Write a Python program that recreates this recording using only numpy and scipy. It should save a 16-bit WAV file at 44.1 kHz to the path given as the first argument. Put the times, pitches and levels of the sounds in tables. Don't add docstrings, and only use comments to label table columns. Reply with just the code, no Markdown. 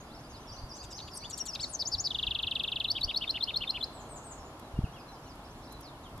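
import sys
import numpy as np
from scipy import signal
from scipy.fft import rfft, irfft
from scipy.io import wavfile
from scipy.ndimage import uniform_filter1d

SR = 44100
rng = np.random.default_rng(int(sys.argv[2]) if len(sys.argv) > 2 else 0)


def volts_from_decibels(level):
    exponent = np.asarray(level, float) / 20
    return 10 ** exponent


def generate_wav(signal):
    frames = np.transpose(np.atleast_2d(signal))
    scaled = np.clip(frames, -1, 1) * 32767
    pcm = np.round(scaled).astype(np.int16)
    wavfile.write(sys.argv[1], SR, pcm)


N = 273420

# time in seconds, hum level in dB.
TRAFFIC_LEVEL = [(0, -53.5), (1.5, -54), (3, -54), (4.2, -51), (5, -53), (6.2, -53.5)]
# frequency in Hz, density in dB per Hz.
AIR_SPECTRUM = [(82, -44), (140, -1.5), (188, -3.5), (258, 0.5), (475, -7), (639, -3), (985, -4.5),
                (1270, -9.5), (1610, -17), (2130, -23), (4240, -24.5), (7960, -33), (9510, -35),
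                (10900, -32.5), (15600, -46)]
# frequency in Hz, side minus mid in dB.
AIR_WIDTH = [(120, -28), (250, -26), (500, -22), (900, -15), (1400, -2.5), (2500, 4), (12000, -0.5)]
# frequency in Hz, density in dB per Hz.
BUFFET_SPECTRUM = [(12, -51), (20, -12), (49, 0.5), (139, -4.5), (167, -11.5), (200, -23), (260, -82),
                   (440, -120)]
# time in seconds, level in dB.
GUST_LEVEL = [(0, -50), (.5, -52), (1.85, -52), (2.45, -49), (2.9, -52), (3.5, -53), (4.1, -52.5),
              (4.4, -52), (5.0, -53.5), (5.9, -51), (6.2, -48.5)]
# time in seconds, peak in dB, width in seconds, delay of the recoil in seconds.
KNOCKS = [
    (4.743, -34, .003, .007),
    (4.7905, -15.3, .0012, .0028),
    (4.806, -31, .002, -.005),
    (4.8435, -17.5, .0018, -.0035),
    (4.854, -34, .002, .0005),
    (1.952, -33, .0025, .006),
    (2.287, -35, .002, -.008),
    (.64, -33, .003, .007),
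    (3.05, -33, .004, .009),
]

# start in seconds, length in seconds, start in Hz, end in Hz, level in dB.
FAR_FALLS = [(.287, .105, 7000, 3300, -61), (1.335, .065, 7700, 4600, -57), (1.475, .058, 7000, 4300, -51),
             (5.07, .057, 4230, 3970, -60), (3.95, .06, 4650, 3000, -66), (.5, .07, 3900, 2650, -69),
             (.793, .018, 7200, 6500, -62), (5.255, .04, 3100, 2750, -66), (5.822, .085, 6050, 3400, -57.5),
             (5.92, .045, 3500, 2800, -67), (4.595, .03, 3420, 3340, -67), (6.03, .062, 4200, 2700, -63),
             (4.92, .03, 5950, 5850, -69), (5.545, .022, 4450, 4000, -68), (5.565, .04, 7150, 6500, -69),
             (5.676, .012, 4000, 3700, -64), (5.808, .032, 3550, 2900, -68), (5.815, .025, 6750, 6300, -68),
             (6.03, .022, 6900, 6500, -69), (6.17, .03, 4000, 3200, -67)]
FAR_HOOKS = [(4.98, .045, 5550, 4800, -63), (5.115, .06, 6600, 4750, -64), (5.268, .068, 7400, 4500, -61.5)]
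FAR_RISES = [(0, .02, 6050, 7100, -60), (.178, .038, 4100, 7200, -61), (.415, .028, 2900, 4100, -67),
             (4.382, .06, 5150, 5750, -64), (4.793, .012, 3200, 3400, -64), (5.255, .03, 3900, 4480, -65),
             (5.69, .035, 4400, 7100, -64), (4.035, .045, 3000, 3500, -70), (.58, .04, 2650, 3350, -69),
             (.81, .035, 2400, 2800, -65), (5.85, .022, 5500, 5700, -68), (1.045, .06, 6500, 7300, -64),
             (1.235, .03, 6200, 7000, -60)]
FAR_EASES = [(.345, .048, 4450, 5150, -60), (.292, .035, 5600, 6700, -62), (5.494, .03, 4400, 6300, -65),
             (.398, .045, 5900, 6200, -65)]
# start in seconds, length in seconds, both ends in Hz, turn in Hz, level in dB.
FAR_ARCHES = [(.228, .05, 5550, 4700, -62), (4.445, .045, 6300, 7050, -62), (4.757, .033, 2920, 2800, -62),
              (4.61, .07, 3800, 3950, -69), (5.155, .05, 3020, 3080, -69), (5.23, .035, 5650, 5850, -62),
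              (5.62, .03, 5950, 5600, -65), (5.688, .087, 3900, 4060, -61), (.458, .022, 3300, 3450, -66),
              (.04, .08, 4900, 4920, -70), (5.08, .025, 5650, 5700, -67), (.87, .03, 3100, 3250, -69),
              (4.92, .018, 2700, 2950, -70)]
# seconds from start, pitch in Hz, level in dB.
LOOP_SHAPE = [(0, 3300, -68), (.02, 3600, -63), (.04, 4300, -61), (.055, 5100, -56), (.065, 5600, -57),
              (.073, 5300, -58), (.08, 4500, -57), (.088, 4000, -68)]
VEE_SHAPE = [(0, 5680, -63), (.008, 5708, -51.5), (.02, 5154, -53), (.032, 4799, -45), (.04, 5005, -55),
             (.055, 5803, -48), (.066, 6383, -54), (.09, 6275, -58.5), (.094, 6250, -73)]
VEE_TAIL_SHAPE = [(.095, 4100, -57), (.11, 4550, -52.5), (.125, 4855, -45.5), (.15, 4810, -70),
                  (.16, 4780, -70)]
SWOOP_SHAPE = [(0, 7900, -50), (.008, 7700, -43), (.018, 7000, -45), (.03, 6050, -43), (.042, 5550, -46),
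               (.052, 5000, -46), (.066, 4400, -46), (.07, 4300, -60)]
WAVER_SHAPE = [(0, 3250, -66), (.01, 2880, -53), (.02, 2620, -58), (.028, 2500, -60), (.037, 2700, -61),
               (.046, 3000, -63), (.056, 2750, -63), (.065, 2950, -66)]
CURL_SHAPE = [(0, 3100, -64), (.012, 3334, -54.5), (.024, 3310, -59), (.034, 2880, -55), (.046, 2660, -57),
              (.06, 2510, -61), (.083, 2470, -62), (.092, 2900, -66)]
# seconds from start, pitch in Hz, level in dB, warble depth in Hz.
SEE_SHAPE = [(0, 8470, -75, 0), (.008, 8400, -46, 0), (.04, 7920, -39.5, 87), (.065, 7740, -47, 62),
             (.085, 7000, -36, -4), (.1, 6160, -42, 14), (.112, 6350, -68, 7)]
# start in seconds, level in dB, pitch factor.
LOOP_TIMES = [(.09, 1, 0.99), (5.397, -4, 1), (5.597, -2, .98)]
VEE_TIMES = [(.47, 0.11, 0.97), (.687, 1.3, 1), (0.898, 2.4, 1.001), (1.11, 2.4, 0.95)]
VEE_TAIL_TIMES = [(.47, 0.1, 0.99), (.687, 1.2, 1), (.905, 1.5, 0.97), (1.108, 3.0, 0.97)]
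SEE_TIMES = [(3.775, -24, 0.94), (3.925, -11.5, 0.99), (4.082, -5, 1.019), (4.234, -4.5, 1.015)]
ONE_OFF_TIMES = [
    (4.836, 0, 1),
    (4.931, 0, 1),
    (1.606, 0, 1),
]

# start in seconds, level in dB.
STUTTERS = [(.753, -57), (.825, -53), (.903, -53)]
BUZZES = [(1.295, -46.5), (1.373, -44.5), (1.453, -43)]
# length in seconds, start, middle and end in Hz.
STUTTER_SHAPE = (.034, 850, 950, 680)
BUZZ_SHAPE = (0.028, 930, 855, 690)
# time in seconds, peak in dB, length in seconds.
PUFFS = [(.778, -62, 0.005), (.852, -59, .007), (.928, -58, 0.0064), (.98, -62, .005), (1.082, -63, 0.0074),
         (1.137, -56, .004), (1.177, -47, 0.0065), (1.305, -52, 0.012), (1.385, -48, 0.013),
         (1.464, -49, .011), (1.55, -54, .008), (1.635, -56, .008), (1.82, -57, .01), (1.945, -57, .01),
         (2.07, -57, .01), (2.426, -49, .002), (2.51, -53, .002), (2.552, -54, .002),
         (2.635, -46.5, 0.0018), (2.8, -55, 0.0018), (2.842, -51, .002), (2.918, -50, 0.009),
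         (3.012, -50, .007)]
# start in seconds, length in seconds, start in Hz, end in Hz, level in dB.
CHATTER = [(.974, .04, 5900, 3900, -40)]
RASP = [(1.073, .022, 1150, 760, -50.5)]
CLEAR_NOTES = [(1.222, .014, 2300, 2250, -55), (1.232, 0.019, 2300, 3200, -46.5),
               (1.245, 0.0215, 3300, 3620, -39), (1.15, .03, 6550, 5800, -57),
               (1.544, 0.0107, 5100, 6900, -46), (1.546, .012, 3350, 3050, -45),
               (1.168, .012, 8800, 8100, -40), (1.142, .03, 13050, 12800, -67)]
SPLIT_NOTES = [(1.327, 0.022, 2850, 2680, -35), (1.398, 0.03, 2840, 2710, -32.5),
               (1.479, 0.03, 2820, 2600, -34)]
THIRDS = [(1.591, 0.037, 1090, 1850, -37), (1.549, 0.015, 1800, 1150, -34)]
# start in seconds, length in seconds, start, middle and end in Hz, level in dB.
HIGH_ARCH = [(1.138, 0.044, 9100, 10700, 8300, -55)]
SCOOPS = [(1.532, .014, 2480, 2660, 2500, -35), (1.628, .024, 2150, 2210, 1740, -30),
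          (1.139, 0.041, 4250, 4330, 3700, -55)]
# seconds from start, pitch in Hz, level in dB.
HOOK_SHAPE = [(.002, 5650, -41), (.009, 5270, -33), (.013, 4480, -38), (.016, 4980, -37),
              (.02, 5650, -32.5), (.027, 6500, -28.5), (.033, 6940, -33), (.039, 7030, -37),
              (.043, 7300, -45)]
DIP_SHAPE = [(-.002, 5260, -59), (0, 5020, -48.5), (.004, 4010, -29), (.007, 3630, -24.5),
             (.012, 3230, -28), (.018, 2780, -32), (.021, 2650, -37.5), (.024, 2510, -61)]
STEP_UP_SHAPE = [(.002, 3816, -49), (.013, 3674, -25.5), (.016, 3336, -35), (.022, 3160, -47),
                 (.027, 4072, -27), (.0405, 4390, -22.5), (.042, 4950, -26), (.045, 5510, -40),
                 (.048, 5580, -37)]
# seconds from start, pitch in Hz, level in dB, warble depth in Hz.
HIGH_SLIDE_SHAPE = [(0, 8530, -62, 6), (.008, 8750, -60, 3), (.017, 9860, -55, 30), (.03, 9650, -48.5, 250),
                    (.045, 8500, -52, 480), (.063, 6900, -37, 500), (.076, 6300, -33, 350),
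                    (.086, 6150, -38, 100), (.092, 5800, -64, 0)]
SHAKE_SHAPE = [(0, 5000, -54, 395), (.005, 5035, -36.5, 453), (.014, 4930, -30, 403),
               (.025, 5056, -28, 378), (.029, 4610, -25, 40), (.033, 4530, -28, 0), (.037, 4000, -25, -2),
               (.041, 3610, -38, 0), (.045, 3230, -41, 0)]
WARBLE_SHAPE = [(.002, 2895, -48, 9), (.009, 2846, -36, 58), (.013, 3146, -35, 195),
                (.022, 3224, -30.5, 297), (.03, 3360, -34, 351), (.034, 3004, -31, 19),
                (.038, 2650, -30, -2), (.042, 2226, -44, -24), (.046, 2037, -40, 0)]
# start in seconds, level in dB, pitch factor.
HIGH_SLIDE_TIMES = [(1.676, .3, 1)]
SHAKE_TIMES = [(1.7876, -2, 1.002), (1.9133, 0, 1), (2.037, 0.1, 1.006)]
HOOK_TIMES = [(1.85, 0.24, 1.003), (1.978, -0.18, 0.993)]
# start in seconds, level in dB.
TRILL_NOTES = [(2.1023, -3), (2.143, -1.5), (2.1836, -1.5), (2.2248, 0), (2.2647, 0.5), (2.3054, 0),
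               (2.346, 0), (2.3856, -2.5), (2.427, 0), (2.467, -0.5), (2.509, -.6), (2.5513, 0),
               (2.5931, -0.5), (2.6335, -0.5), (2.674, -2), (2.716, -0.7), (2.756, -1), (2.7985, -0.5),
               (2.841, 0.5)]
# start in seconds, level in dB, pitch factor of the step, pitch factor of the warble.
RATTLE_NOTES = [(2.875, 0.5, 1.065, 1.064), (3.005, -0.3, 1.064, 1.034), (3.135, -0.4, 1.028, 1.014),
                (3.2672, -0.9, 0.98, 0.99), (3.3992, -0.7, 0.98, 1.014), (3.5328, -0.6, 0.992, .999),
                (3.6663, -2, 0.98, 0.98), (3.8014, -2.5, 0.96, .99)]
# time in seconds, left over right in dB.
HEAD_TURN = [(.7, -.2), (1.3, .5), (1.9, 1), (2.2, -.6), (2.8, -.8), (3.1, .2), (3.9, 0)]
# time in seconds, peak in dB, length in seconds.
HOUSING_TICKS = [(4.598, -51, .008), (5.358, -57, .006), (5.727, -47.5, .009), (5.811, -49.5, .008),
                 (6.095, -58, .003), (6.179, -50, .005)]


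def at_hz(points, hz):
    table_hz, level_db = np.transpose(points)
    return np.interp(np.log(hz), np.log(table_hz), level_db)


def in_time(rows):
    s, value = np.transpose(rows)
    return np.interp(np.arange(N) / SR, s, value)


def rms_one(x):
    return x / np.sqrt(np.mean(x ** 2) + 1e-20)


def drift(rate_hz, size=N):
    return np.interp(np.arange(size) * rate_hz / SR, np.arange(size), rng.standard_normal(size))


def add(track, s, sound):
    i = max(round(s * SR), 0)
    track[i:i + len(sound)] += sound[:N - i]


def band(x, low_hz, high_hz, order=2):
    return signal.sosfilt(signal.butter(order, [low_hz, high_hz], "band", fs=SR, output="sos"), x)


def capsule(x, hz=11000, width_hz=2200, lift=1.6):
    r = np.exp(-np.pi * width_hz / SR)
    zeros = np.array([1, 0, -1]) * (1 - r * r) / 2
    poles = [1, -2 * r * np.cos(2 * np.pi * hz / SR), r * r]
    return x + lift * signal.lfilter(zeros, poles, x)


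def placed(x, pan_db, lag):
    return np.array([np.roll(x, lag) * volts_from_decibels(pan_db / 2), x * volts_from_decibels(-pan_db / 2)])


def woodland(x, t60, gap_s):
    t = np.arange(int(.7 * SR)) / SR
    tail = rng.standard_normal((2, len(t))) * volts_from_decibels(-60 * t / t60) * np.clip(t / gap_s, 0, 1)
    tail /= np.sqrt(np.mean(np.sum(tail ** 2, axis=1)))
    return signal.fftconvolve(x[None], tail, axes=1)[:, :N]


def voice(hz, level_db, partials_db, rough):
    size = len(hz)
    hz = hz * (1 + 0.0084 * drift(320, size))
    phase = 2 * np.pi * np.cumsum(hz) / SR
    tone = 0
    for k, db in enumerate(partials_db(hz), 1):
        height = volts_from_decibels(db + rough * np.tanh(drift(397, size)))
        height = height * (k * hz < .45 * SR)
        tone = tone + height * np.sin(k * phase + 2 * np.pi * rng.random())
    return volts_from_decibels(level_db) * tone


def phrases(shape, events, warble_hz=0., partials_db=(0, -44, -41), rough=1.5):
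    edge_s, beak_db_per_khz = .002, 7
    out = np.zeros(N)
    s, *columns = np.transpose(shape)
    t = np.arange(s.min() * SR, s.max() * SR) / SR
    hz, level_db, *depth = (uniform_filter1d(np.interp(t, s, c), size=45) for c in columns)
    tremor = sum(depth) * np.cos(2 * np.pi * warble_hz * (t - .003))
    path = hz + tremor
    level_db = level_db - 0.0025 * tremor
    middle = np.median(path)
    edges = np.clip(np.minimum(t - t[0], t[-1] - t) / edge_s, 0, 1)

    def beak(f):
        opening_db = beak_db_per_khz * (f - middle) / 1000
        return [db + (db < 0) * opening_db for db in partials_db]

    for start, db, factor, *sweep in events:
        sung = middle + (path - middle) * np.prod(sweep)
        add(out, start + s.min(), edges * voice(sung * factor, level_db + db, beak, rough))
    return out


def glides(rows, partials_db, rough=1.5, swell=0.52):
    out = np.zeros(N)
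    for s, length, start_hz, middle_hz, end_hz, db in rows:
        u = np.linspace(0, 1, int(length * SR))
        bend = np.polyfit([0, .5, 1], np.log([start_hz, middle_hz, end_hz]), deg=2)
        hz = np.exp(np.polyval(bend, u))
        add(out, s, np.sin(np.pi * u).clip(0) ** swell * voice(hz, db, partials_db, rough))
    return out


def bent(rows, bend=0.):
    return [(s, length, a, np.sqrt(a * b) * (max(a, b) / min(a, b)) ** bend, b, db)
            for s, length, a, b, db in rows]


def arched(rows):
    return [(s, length, edge, turn, edge, db) for s, length, edge, turn, db in rows]


def air():
    out = 0
    edges = 110 * 2 ** np.arange(0, 7.3, 1 / 3)
    white = rng.standard_normal((2, 2, N))
    swell = in_time(TRAFFIC_LEVEL)
    swell = swell - swell.mean()
    for k, (low, high) in enumerate(zip(edges, edges[1:])):
        mid, side = band(white[k % 2], low, high)
        hz = np.sqrt(low * high)
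        level_db = at_hz(AIR_SPECTRUM, hz) + 0.89 * drift(4.24)
        level_db = level_db + swell * (350 < hz < 1500)
        out = out + volts_from_decibels(level_db) * (mid + volts_from_decibels(at_hz(AIR_WIDTH, hz)) * side * [[1], [-1]])
    return volts_from_decibels(-49.5) * rms_one(capsule(out, width_hz=1500, lift=1.0))


def wind():
    surge_s, surge_from_db, surge_share = .055, -42, .52
    hz = np.arange(N // 2 + 1) * SR / N + 1
    lumps = rms_one(irfft(rfft(rng.standard_normal(N)) * volts_from_decibels(at_hz(BUFFET_SPECTRUM, hz)), N))
    now = np.arange(N) / SR
    surges = [surge_share * (db - surge_from_db) * np.exp(-((now - s) / surge_s) ** 2)
              for s, db, *_ in KNOCKS]
    level_db = in_time(GUST_LEVEL) + np.max(surges, axis=0) - 1.5 + 2.0 * drift(20)
    out = volts_from_decibels(level_db) * lumps
    t = np.arange(-.03, .03, 1 / SR)
    for s, db, width, recoil in KNOCKS:
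        push = np.exp(-(t / width) ** 2)
        swing = push - .5 * np.exp(-((t - recoil) / (2 * width)) ** 2)
        add(out, s - .03, volts_from_decibels(db) * swing)
    return out


def wind_ports():
    push = wind()
    return push + volts_from_decibels(-52) * push * drift(90) * np.array([[1], [-1]])


def far_whistles():
    rows = bent(FAR_FALLS, -.06) + bent(FAR_HOOKS, -.24) + bent(FAR_RISES, .04)
    rows += arched(FAR_ARCHES) + bent(FAR_EASES, .25)
    far = volts_from_decibels(4.5 + 1.5 * drift(60)) * glides(rows, lambda hz: (0,), rough=3.0, swell=.6)
    far += phrases(LOOP_SHAPE, LOOP_TIMES, partials_db=(0,), rough=3.4)
    for shape, when in zip((WAVER_SHAPE, CURL_SHAPE, SWOOP_SHAPE), ONE_OFF_TIMES):
        far += phrases(shape, [when], partials_db=(0,), rough=3.0)
    return far


def neighbours():
    far = far_whistles()
    vee = phrases(VEE_SHAPE, VEE_TIMES, partials_db=(0,))
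    vee += phrases(VEE_TAIL_SHAPE, VEE_TAIL_TIMES, partials_db=(0,))
    see = phrases(SEE_SHAPE, SEE_TIMES, warble_hz=58.5, partials_db=(0,))
    direct = placed(vee, -1.9, lag=8) + placed(volts_from_decibels(-5) * see, 6.0, lag=5) + placed(far, -.8, lag=-2)
    slap = volts_from_decibels(-17) * np.roll(see, round(.066 * SR))
    scatter = volts_from_decibels(1.5) * woodland(vee + volts_from_decibels(-8.5) * see, 0.42, 0.0032)
    return direct + slap + scatter + volts_from_decibels(-4.5) * woodland(far, 0.3, 0.0026)


def stutters(gravel):
    partials_db = (-40, -30, -10, -5, -18, -9, -4, -1, -10, -24, -28, -26)
    rows = [(s, *STUTTER_SHAPE, db) for s, db in STUTTERS]
    return gravel * glides(rows, lambda hz: partials_db, rough=5.0, swell=.9)


def chatter():
    pulses = .62 + .38 * np.sin(2 * np.pi * 95 * np.arange(N) / SR)
    notes = glides(bent(CHATTER, -.48), lambda hz: (0,), rough=3.0)
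    return pulses * notes * (.7 + .8 * drift(1100) + .7 * drift(3200))


def rasp(gravel):
    notes = glides(bent(RASP), lambda hz: (-40, -30, -5, 0, -12, -18, -22), rough=6.0)
    return notes * (1.6 * gravel - .6)


def clear_notes(gravel):
    notes = glides(bent(CLEAR_NOTES, .1) + HIGH_ARCH, lambda hz: (0, -34), rough=3.5)
    return notes * (.5 + .5 * gravel)


def buzz_partials(hz):
    dulling_db = 0.1077 * (hz - BUZZ_SHAPE[2])
    top = [db + dulling_db for db in (-32, -29, -29, -31, -34)]
    return [-40, -40, -26, -9, -4, -24, -18, 0, 0, -10] + top


def buzzes(gravel):
    rows = [(s, *BUZZ_SHAPE, db) for s, db in BUZZES]
    return glides(rows, buzz_partials, rough=4.5, swell=.7) * (.2 + .8 * gravel)


def split_notes():
    rows = bent(SPLIT_NOTES, .45) + SCOOPS
    return glides(rows, lambda hz: (-22, 0, -31, -42, -48, -44), rough=3.5, swell=.8)


def thirds(gravel):
    rows = bent(THIRDS[:1], .22) + bent(THIRDS[1:], -.1)
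    notes = glides(rows, lambda hz: (-40, -12, 0, -19, -44, -42, -40, -38), rough=3.5)
    return notes * (.6 + .4 * gravel)


def slurs():
    song = phrases(HIGH_SLIDE_SHAPE, HIGH_SLIDE_TIMES, warble_hz=142.4, rough=4.3)
    song += phrases(SHAKE_SHAPE, SHAKE_TIMES, warble_hz=146, partials_db=(0, -42, -45), rough=2.0)
    return song + phrases(HOOK_SHAPE, HOOK_TIMES)


def trill():
    s, db = np.transpose(TRILL_NOTES)
    fresh = np.exp(-(s - s[0]) / 0.1)
    pitch = .97 + (1.022 - .97) * fresh
    sweep = .98 + (.664 - .98) * fresh + .03 * rng.standard_normal(len(s))
    return phrases(DIP_SHAPE, zip(s, db, pitch, sweep), partials_db=(0, -52, -47), rough=.7)


def rattle():
    squeeze, warble_lag_s = -0.4, 0.07
    steps = [(s, db, factor, factor ** squeeze) for s, db, factor, _ in RATTLE_NOTES]
    warbles = [(s + warble_lag_s, db, factor) for s, db, _, factor in RATTLE_NOTES[:-1]]
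    song = phrases(STEP_UP_SHAPE, steps)
    return song + phrases(WARBLE_SHAPE, warbles, warble_hz=115.4, partials_db=(0,), rough=3.1)


def wren():
    gravel = 1 + .45 * drift(2500)
    song = stutters(gravel) + chatter() + rasp(gravel) + clear_notes(gravel) + buzzes(gravel)
    song += split_notes() + thirds(gravel) + slurs() + rattle()
    breath = uniform_filter1d(np.abs(song), size=90) * rng.standard_normal(N)
    return song + trill() + volts_from_decibels(-34) * band(breath, 9500, 12000)


def singer():
    song = capsule(wren())
    low = signal.sosfilt(signal.butter(2, 5200, fs=SR, output="sos"), song)
    turn_db = in_time(HEAD_TURN)
    near = placed(low, turn_db, lag=0) + placed(song - low, turn_db + 4.0, lag=0)
    near += volts_from_decibels(-11.0) * woodland(song, 0.084, 0.0015)
    return near + volts_from_decibels(-18.5) * woodland(song, 0.94, 0.036)


def crackles(rows, body_db, top_db):
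    out = np.zeros((2, N))
    for s, db, length in rows:
        size = int(2 * length * SR)
        burst = np.hanning(size) * rng.standard_normal((2, size))
        add(out.T, s - length, volts_from_decibels(db) * burst.T)
    top = band(out, 9500, 12400, order=3)
    return volts_from_decibels(top_db) * top + volts_from_decibels(body_db) * band(out, 4500, 9300)


def scene():
    mix = air() + wind_ports() + neighbours() + singer()
    mix += crackles(PUFFS, body_db=3.5, top_db=4.5)
    return mix + crackles(HOUSING_TICKS, body_db=-1.0, top_db=5.5)


def low_pass(x):
    return signal.sosfilt(signal.butter(12, 15850, fs=SR, output="sos"), x)


def record(dry):
    cut = signal.sosfilt(signal.cheby2(12, 70, 16600, fs=SR, output="sos"), dry)
    return low_pass(cut)


dry = scene()
out = record(dry)
generate_wav(out)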